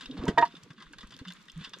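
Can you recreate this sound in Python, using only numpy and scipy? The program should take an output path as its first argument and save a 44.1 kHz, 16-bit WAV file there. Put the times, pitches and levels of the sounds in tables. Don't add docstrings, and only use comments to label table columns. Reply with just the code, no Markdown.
import sys
import numpy as np
from scipy import signal
from scipy.fft import rfft, irfft
from scipy.io import wavfile

SR = 44100
rng = np.random.default_rng(int(sys.argv[2]) if len(sys.argv) > 2 else 0)


def file_out(sig):
    cols = np.atleast_2d(sig).T
    lim = np.clip(cols, -1, 1)
    pcm = np.round(lim * 32767).astype(np.int16)
    wavfile.write(sys.argv[1], SR, pcm)


def magnitude_from_level(level_db):
    exponent = np.asarray(level_db, float) / 20
    return 10 ** exponent


N = 79380

# (frequency [Hz], level per Hz [dB])
NIGHT_COLOUR = [(24, -40), (40, -67), (93, -21), (186, 0.5), (745, -25.5), (1030, -10), (3470, -17.5),
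                (7290, -27), (15000, -42)]
# (time [s], peak level [dB], pitch [Hz])
WIND_PUFFS = [(0.06, -47.5, 29.8), (0.186, -31.5, 55), (0.231, -38, 74), (0.28, -27.5, 55),
              (0.331, -42.5, 69.5), (0.851, -52.5, 31.4), (0.9, -62, 35), (0.975, -55, 35),
              (1.03, -43, 35.7), (1.074, -57.5, 52), (1.209, -38.5, 101), (1.531, -47.5, 34.2),
              (1.565, -50, 34.4), (1.603, -41.5, 112), (1.659, -58, 35)]
# (time [s], level [dB])
GURGLE_FLOW = [(0, -70), (.1, -54.5), (.2, -45.5), (.3, -38), (.36, -52), (.4, -37), (.46, -52), (.55, -74),
               (.62, -59), (.72, -61.5), (.85, -64.5), (1.03, -63.5), (1.22, -60), (1.38, -80.5),
               (1.6, -65.5), (1.8, -67.5)]
# (time [s], peak level [dB], pitch [Hz], decay t60 [s])
AIR_GULPS = [(0.02, -49, 258.5, 0.088), (0.087, -34.5, 269.4, 0.082), (0.118, -48.5, 440, 0.044),
             (0.135, -38.5, 288, 0.091), (0.174, -34, 200, 0.035), (0.203, -37, 272, 0.21),
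             (0.235, -28.5, 352, 0.038), (0.277, -17, 190.4, 0.032), (0.281, -21.5, 424, 0.027),
             (0.301, -31.5, 437, 0.034), (0.331, -49, 168, 0.043), (0.479, -51, 173, 0.051),
             (0.538, -42.5, 305, 0.009), (0.557, -52, 173, 0.081), (0.625, -52, 126, 0.049),
             (0.701, -41.5, 162.5, 0.03), (0.774, -51.5, 221.4, 0.077), (0.828, -53, 174, 0.077),
             (0.899, -52, 302, 0.076), (0.95, -54.5, 220, 0.054), (1.031, -42.5, 217, 0.03),
             (1.141, -52.5, 269, 0.059), (1.206, -41, 278, 0.061), (1.256, -40, 187.7, 0.15),
             (1.556, -35.5, 170.6, 0.11), (1.603, -41.5, 196, 0.041), (1.67, -52.5, 245, 0.011),
             (1.764, -48, 370, 0.024)]
# (time [s], peak level [dB], upper modes' slope [dB/octave], lower modes' slope [dB/octave])
ROD_KNOCKS = [
    (0.266, -30.5, -21, -16),
    (.3752, -12.5, -4.5, 0),
    (.3815, -22.5, 17, 15.5),
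    (.4240, -11, -3.5, -16),
    (0.4303, -21.5, -22.5, -37),
]
# (frequency [Hz], level [dB], decay t60 [s])
ROD_MODES = [(348, -23.5, 0.073), (470, -10.5, 0.05), (691.9, -4.5, 0.37), (928, -5, 0.12),
             (946.6, -3, 0.16), (1228, -12, 0.094), (1267, -28, 0.21), (1710, -20.5, 0.18),
             (1867, -7.5, 0.081), (2380, -46, 0.027)]
# (time [s], change of level [dB])
HAND_GRIPS = [
    (0.445, -16),
    (0.4773, -11),
]
# (time [s], level [dB])
TRICKLE_FLOW = [(0, -49.5), (.09, -61.5), (.3, -54), (.36, -62.5), (.46, -56), (.68, -71.5), (.82, -61.5),
                (.89, -62), (1.3, -61.5), (1.37, -60.5), (1.47, -69.5), (1.62, -50), (1.72, -63.5),
                (1.8, -59)]
# (frequency [Hz], width [Hz], level [dB])
DULL_GAPS = [(1055, 74, 7.5), (1216, 160, 5), (1590, 140, 7), (2000, 123, 6.5), (1750, 1680, -3.5)]
# (frequency [Hz], width [Hz], level [dB]); the last is a broad bed
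BRIGHT_GAPS = [(2800, 250, -5), (3150, 200, -5), (3390, 130, -2), (3540, 90, 2), (4100, 300, -7),
               (4850, 250, -13), (5800, 600, -18), (3600, 4500, -15)]
# (time [s], peak level [dB], pitch [Hz])
DROPLETS = [(0.2543, -31.5, 6420), (.4793, -37, 5140), (0.634, -35, 5800), (0.7334, -46.5, 5400),
            (0.9278, -40.5, 7250), (0.984, -41, 6000), (1.031, -49, 5070), (1.072, -40.5, 6360),
            (1.089, -50, 4500), (1.095, -48, 5360), (1.108, -50, 6800), (1.1205, -60, 4520),
            (1.1387, -47, 5160), (1.156, -54, 4800), (1.1655, -33.5, 4260), (1.176, -44, 4400),
            (1.1896, -39, 6960), (1.3035, -48, 5070), (1.322, -29.5, 3570), (1.335, -36.5, 6700),
            (1.4072, -63, 7840), (1.417, -44.5, 3980), (1.4252, -43.5, 6460), (1.4556, -47, 7570),
            (1.518, -39, 6200), (1.577, -41.5, 7460), (1.638, -54, 4400), (1.694, -38, 6100),
            (1.7625, -47, 4300), (1.7863, -36.5, 6900)]
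# (time [s], peak level [dB],
# dull part relative level [dB], decay t60 [s])
WATER_SLAPS = [(0.0074, -35, 4, 0.16), (0.0564, -31.5, -6, 0.033), (0.1098, -36.5, -28, 0.034),
               (0.1735, -38.5, -11, 0.12), (0.2355, -38, -16, 0.021), (0.2798, -27.5, 12, 0.073),
               (0.3805, -25.5, 17, 0.045), (0.4116, -35.5, 15, 0.099), (0.451, -39.5, 15, 0.065),
               (0.5219, -46.5, -25, 0.025), (0.5503, -40.5, 0, 0.062), (0.5661, -42, 3, 0.034),
               (0.58, -75, 14, 0.024), (0.628, -47.5, -13, 0.099), (0.704, -49, 15, 0.062),
               (0.7788, -49.5, 12, 0.3), (0.801, -46, 10, 0.11), (0.8221, -40, 7.5, 0.062),
               (0.8634, -67.5, 27.5, 0.063), (0.9327, -56.5, 27, 0.053), (0.9833, -36.5, 3.5, 0.059),
               (1.0064, -38.5, 0.5, 0.074), (1.0285, -58.5, 27, 0.079), (1.1052, -44.5, 7, 0.1),
               (1.1205, -45, 9.5, 0.06), (1.139, -40, -5, 0.059), (1.1896, -44, 8, 0.067),
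               (1.25, -43, 12, 0.055), (1.273, -41, -1, 0.042), (1.281, -32.5, -1, 0.047),
               (1.3029, -38, 6, 0.064), (1.482, -40.5, 4.5, 0.023), (1.497, -38, -18, 0.025),
               (1.606, -64, 1, 0.035), (1.638, -35.5, 5, 0.15), (1.6448, -29.5, 2, 0.067),
               (1.7332, -32, 4.5, 0.052)]

LAG_S, LAG_SPREAD_S = 3.5e-5, 1.5e-5
SPLASH_TOP_HZ = 7180


def in_time(rows):
    s, level_db = np.transpose(rows)
    return np.interp(np.arange(N) / SR, s, level_db)


def rms_one(x):
    return x / np.sqrt(np.mean(x ** 2) + 1e-20)


def lowpass(x, order, hz):
    return signal.sosfilt(signal.butter(order, hz, fs=SR, output="sos"), x)


def drift(rate_hz):
    r = np.exp(-2 * np.pi * rate_hz / SR)
    slow = signal.lfilter([1], [1, -2 * r, r * r], rng.standard_normal(N + SR))
    return rms_one(slow[SR:])


def swell(t, attack_s, t60):
    return (1 - np.exp(-(t / attack_s) ** 2)) * magnitude_from_level(-60 * t / t60)


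def resonate(x, hz, width_hz):
    r = np.exp(-np.pi * width_hz / SR)
    feedback = [1, -2 * r * np.cos(2 * np.pi * hz / SR), r * r]
    return signal.lfilter(np.array([1, 0, -1]) * (1 - r * r) / 2, feedback, x)


def gaps(x, table, spread_db, wander=0.0):
    total, sign = 0, 1
    for hz, width_hz, db in table:
        strength, detune = rng.standard_normal(2)
        total = total + sign * magnitude_from_level(db + spread_db * strength) * resonate(x, hz * (1 + wander * detune), width_hz)
        sign = -sign
    return rms_one(total)


def add(out, s, sound, pan_db=0.0, lag_s=0.0):
    size = len(sound) + 16
    delay = np.exp(-2j * np.pi * np.fft.rfftfreq(size, 1 / SR) * lag_s)
    left = irfft(rfft(sound, size) * delay, size)
    right = np.r_[sound, np.zeros(size - len(sound))]
    pair = np.array([left, right]) * magnitude_from_level(np.array([[pan_db / 2], [-pan_db / 2]]))
    i = int(s * SR)
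    out[:, i:i + size] += pair[:, :N - i]


def night():
    level_db, sway_db, follow_flow, treble_alike = -60, 3, 0.4, 0.033
    hz = np.fft.rfftfreq(N, 1 / SR) + 1
    colour_hz, colour_db = np.transpose(NIGHT_COLOUR)
    colour = magnitude_from_level(np.interp(np.log(hz), np.log(colour_hz), colour_db))
    mid, side = rfft(rng.standard_normal((2, N))) * colour
    alike = 1 - (1 - treble_alike) * np.clip(hz / 6000, 0, 1) ** 0.5
    stereo = np.sqrt(1 + alike) * mid + np.sqrt(1 - alike) * side * [[1], [-1]]
    flow_db = in_time(TRICKLE_FLOW)
    breath_db = sway_db * drift(9.1) + follow_flow * (flow_db - flow_db.mean())
    return magnitude_from_level(level_db + breath_db) * rms_one(irfft(stereo, N))


def wind():
    level_db, side_db, puff_cycles = -76.5, 5.5, 1.3
    band = signal.butter(3, [18, 55], "band", fs=SR, output="sos")
    rumble = signal.sosfilt(band, rng.standard_normal((2, N + SR)))
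    mid, side = rms_one(rumble[:, SR:])
    out = magnitude_from_level(level_db + 3.6 * drift(19.0)) * (mid + magnitude_from_level(side_db) * side * [[1], [-1]])
    for s, db, hz in WIND_PUFFS:
        turns = np.arange(int(SR * puff_cycles / hz)) / SR * hz
        puff = np.sin(2 * np.pi * turns) * np.sin(np.pi * turns / puff_cycles) ** 2
        add(out, s, magnitude_from_level(db) * puff, rng.normal(0, 1.0))
    return out


def gurgle():
    per_s, low_hz, high_hz, cycles = 320, 130, 500, 7
    uneven_db, tilt_db_per_octave = 2.5, -4
    sizes = magnitude_from_level(uneven_db * np.minimum(rng.exponential(1, N), 4)) * rng.choice([-1, 1], N)
    born = (rng.random(N) < per_s / SR) * sizes
    dealt = rng.integers(0, 12, N)
    rings = 0
    for k, hz in enumerate(np.geomspace(low_hz, high_hz, num=12)):
        ring = resonate(born * (dealt == k) + 1e-18, hz, 1.12 * hz / cycles)
        rings = rings + magnitude_from_level(tilt_db_per_octave * np.log2(hz / low_hz)) * resonate(ring, hz, hz)
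    return magnitude_from_level(in_time(GURGLE_FLOW)) * rms_one(rings) * magnitude_from_level(np.array([[-0.6], [0.6]]))


def gulps():
    level_db, bend, wash_db, wash_db_per_halving, attack_share = 1, -0.072, -13, 6, 0.1
    out, t = np.zeros((2, N)), np.arange(SR // 3) / SR
    for s, db, hz, t60 in AIR_GULPS:
        fall_s = max(t60, 0.02)
        tone = np.sin(2 * np.pi * hz * t * (1 + bend * t / fall_s))
        wash = resonate(rng.standard_normal(len(t)), hz * 1.25, hz * 0.62)
        wash = rms_one(resonate(wash, hz * 1.25, hz * 0.62))
        roughness = magnitude_from_level(wash_db + wash_db_per_halving * np.log2(0.043 / fall_s))
        envelope = swell(t, 1 / hz + attack_share * t60, 0.71) * magnitude_from_level(-60 * (t / fall_s) ** 2)
        sound = (tone + roughness * wash) * envelope
        add(out, s, magnitude_from_level(db + level_db) * sound / abs(sound).max(), -1.2, LAG_S)
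    return out


def surge():
    start_s, top_s, level_db, rise_db, t60 = 0.168, 0.299, -47.5, 2, 0.29
    hz, lump_db = 706, 2.0
    t, top = np.arange(SR // 2) / SR, top_s - start_s
    shape_db = np.where(t < top, rise_db * (t / top - 1), -60 * (t - top) / t60)
    shape_db = shape_db + lump_db * drift(42)[:len(t)]
    grains = rng.standard_normal(len(t)) * magnitude_from_level(5.8 * np.minimum(rng.exponential(1, len(t)), 4))
    crackle = rms_one(resonate(resonate(grains, hz, 810), hz, 2100))
    out = np.zeros((2, N))
    add(out, start_s, magnitude_from_level(level_db + shape_db) * crackle, -1.5, LAG_S)
    return out


def rod():
    level_db, attack_s, centre_hz, grip_s = -1.5, 0.0008, 940, 0.001
    thud_db, thud_hz, thud_t60, thud_top_hz = -13.5, 440, 0.046, 2600
    out, t = np.zeros((2, N)), np.arange(SR // 4) / SR
    for s, db, high_db, low_db in ROD_KNOCKS:
        sound = np.zeros(len(t))
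        for hz, mode_db, t60 in ROD_MODES:
            slope_db = high_db if hz > centre_hz else low_db
            reach_db = slope_db * abs(np.log2(hz / centre_hz))
            sound += magnitude_from_level(mode_db + reach_db) * np.sin(2 * np.pi * hz * t) * swell(t, attack_s, t60)
        thud = resonate(rng.standard_normal(len(t)), thud_hz, 300)
        thud = thud + 0.28 * resonate(rng.standard_normal(len(t)), 2400, 630)
        thud = rms_one(lowpass(thud, 4, thud_top_hz))
        sound += magnitude_from_level(thud_db) * thud * swell(t, attack_s, thud_t60)
        add(out, s, magnitude_from_level(db + level_db) * sound, -2.0, LAG_S)
    now = np.arange(N) / SR
    damping_db = sum(db * np.clip((now - s) / grip_s, 0, 1) for s, db in HAND_GRIPS)
    return out * magnitude_from_level(damping_db)


def trickle():
    per_s, level_db, dull_db, grain_db, clump_db, wet_damping = 660, -4, -3.5, 3.5, 6, 5.5
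    sizes = magnitude_from_level(grain_db * np.minimum(rng.exponential(1, (2, N)), 4)) * rng.choice([-1, 1], (2, N))
    struck = rng.random((2, N)) < per_s * magnitude_from_level(clump_db * drift(25)) / SR
    grains = lowpass(sizes * struck + 1e-18, 2, SPLASH_TOP_HZ)
    wet_gaps = [(hz, width_hz * wet_damping, db) for hz, width_hz, db in BRIGHT_GAPS[:-1]]
    bright = gaps(grains[0], wet_gaps + list(BRIGHT_GAPS[-1:]), 0)
    dull = gaps(grains[1], DULL_GAPS, 0)
    out = np.zeros((2, N))
    add(out, 0, magnitude_from_level(in_time(TRICKLE_FLOW) + level_db) * (bright + magnitude_from_level(dull_db) * dull), 0, LAG_S)
    return out


def drops():
    level_db, attack_s, t60 = -5.5, 0.00017, 0.007
    out, t = np.zeros((2, N)), np.arange(SR // 50) / SR
    for s, db, hz in DROPLETS:
        tick = resonate(rng.standard_normal(len(t)) * swell(t, attack_s, t60), hz, 0.23 * hz)
        tick = magnitude_from_level(db + level_db) * tick / abs(tick).max()
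        add(out, s, tick, rng.normal(0, 1.2), LAG_S * rng.uniform(0, 1.46))
    return out


def slaps():
    level_db, dull_level_db, attack_s, grain_db = -1, -8.5, 0.00053, 1.66
    snap_db, snap_s = 2, 0.0018
    gap_spread_db, gap_wander = 2.5, 0.025
    out, t = np.zeros((2, N)), np.arange(SR // 5) / SR
    for s, db, dull_db, t60 in WATER_SLAPS:
        grain = magnitude_from_level(grain_db * np.minimum(rng.exponential(1, len(t)), 5))
        envelope = swell(t, attack_s, max(t60, 0.01)) * magnitude_from_level(snap_db * np.exp(-t / snap_s))
        burst = lowpass(rng.standard_normal((2, len(t))) * grain * envelope, 2, SPLASH_TOP_HZ)
        bright = gaps(burst[0], BRIGHT_GAPS, gap_spread_db, gap_wander)
        dull = gaps(burst[1], DULL_GAPS, gap_spread_db, gap_wander)
        sound = bright / abs(bright).max() + magnitude_from_level(dull_db + dull_level_db) * dull / abs(dull).max()
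        lag_s = LAG_S + LAG_SPREAD_S * rng.standard_normal()
        add(out, s, magnitude_from_level(db + level_db) * sound, rng.normal(0, 1.0), lag_s)
    return out


def shore(x):
    level_db, attack_s, t60 = -9, 0.00047, 0.058
    t = np.arange(SR // 5) / SR
    echoes = rng.standard_normal((2, len(t))) * swell(t, attack_s, t60)
    echoes /= np.sqrt((echoes ** 2).sum(1, keepdims=True))
    return magnitude_from_level(level_db) * signal.fftconvolve(x, echoes, axes=1)[:, :N]


def scene():
    near = surge() + rod() + trickle() + drops() + slaps()
    return night() + wind() + gurgle() + gulps() + near + shore(near)


def roll_off(x):
    return signal.sosfilt(signal.butter(12, 15110, fs=SR, output="sos"), x)


def record(dry):
    shade_hz, shade_db, ceiling, cutoff_hz = 7900, -8, 0.43, 15700
    low = lowpass(dry, 5, shade_hz)
    high = signal.sosfilt(signal.butter(5, shade_hz, "high", fs=SR, output="sos"), dry)
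    ports = low + magnitude_from_level(np.array([[shade_db], [0]])) * high
    rounded = ceiling * np.tanh(ports / ceiling)
    mix = signal.sosfilt(signal.cheby2(10, 60, cutoff_hz, fs=SR, output="sos"), rounded)
    return roll_off(mix)


dry = scene()
out = record(dry)
file_out(out)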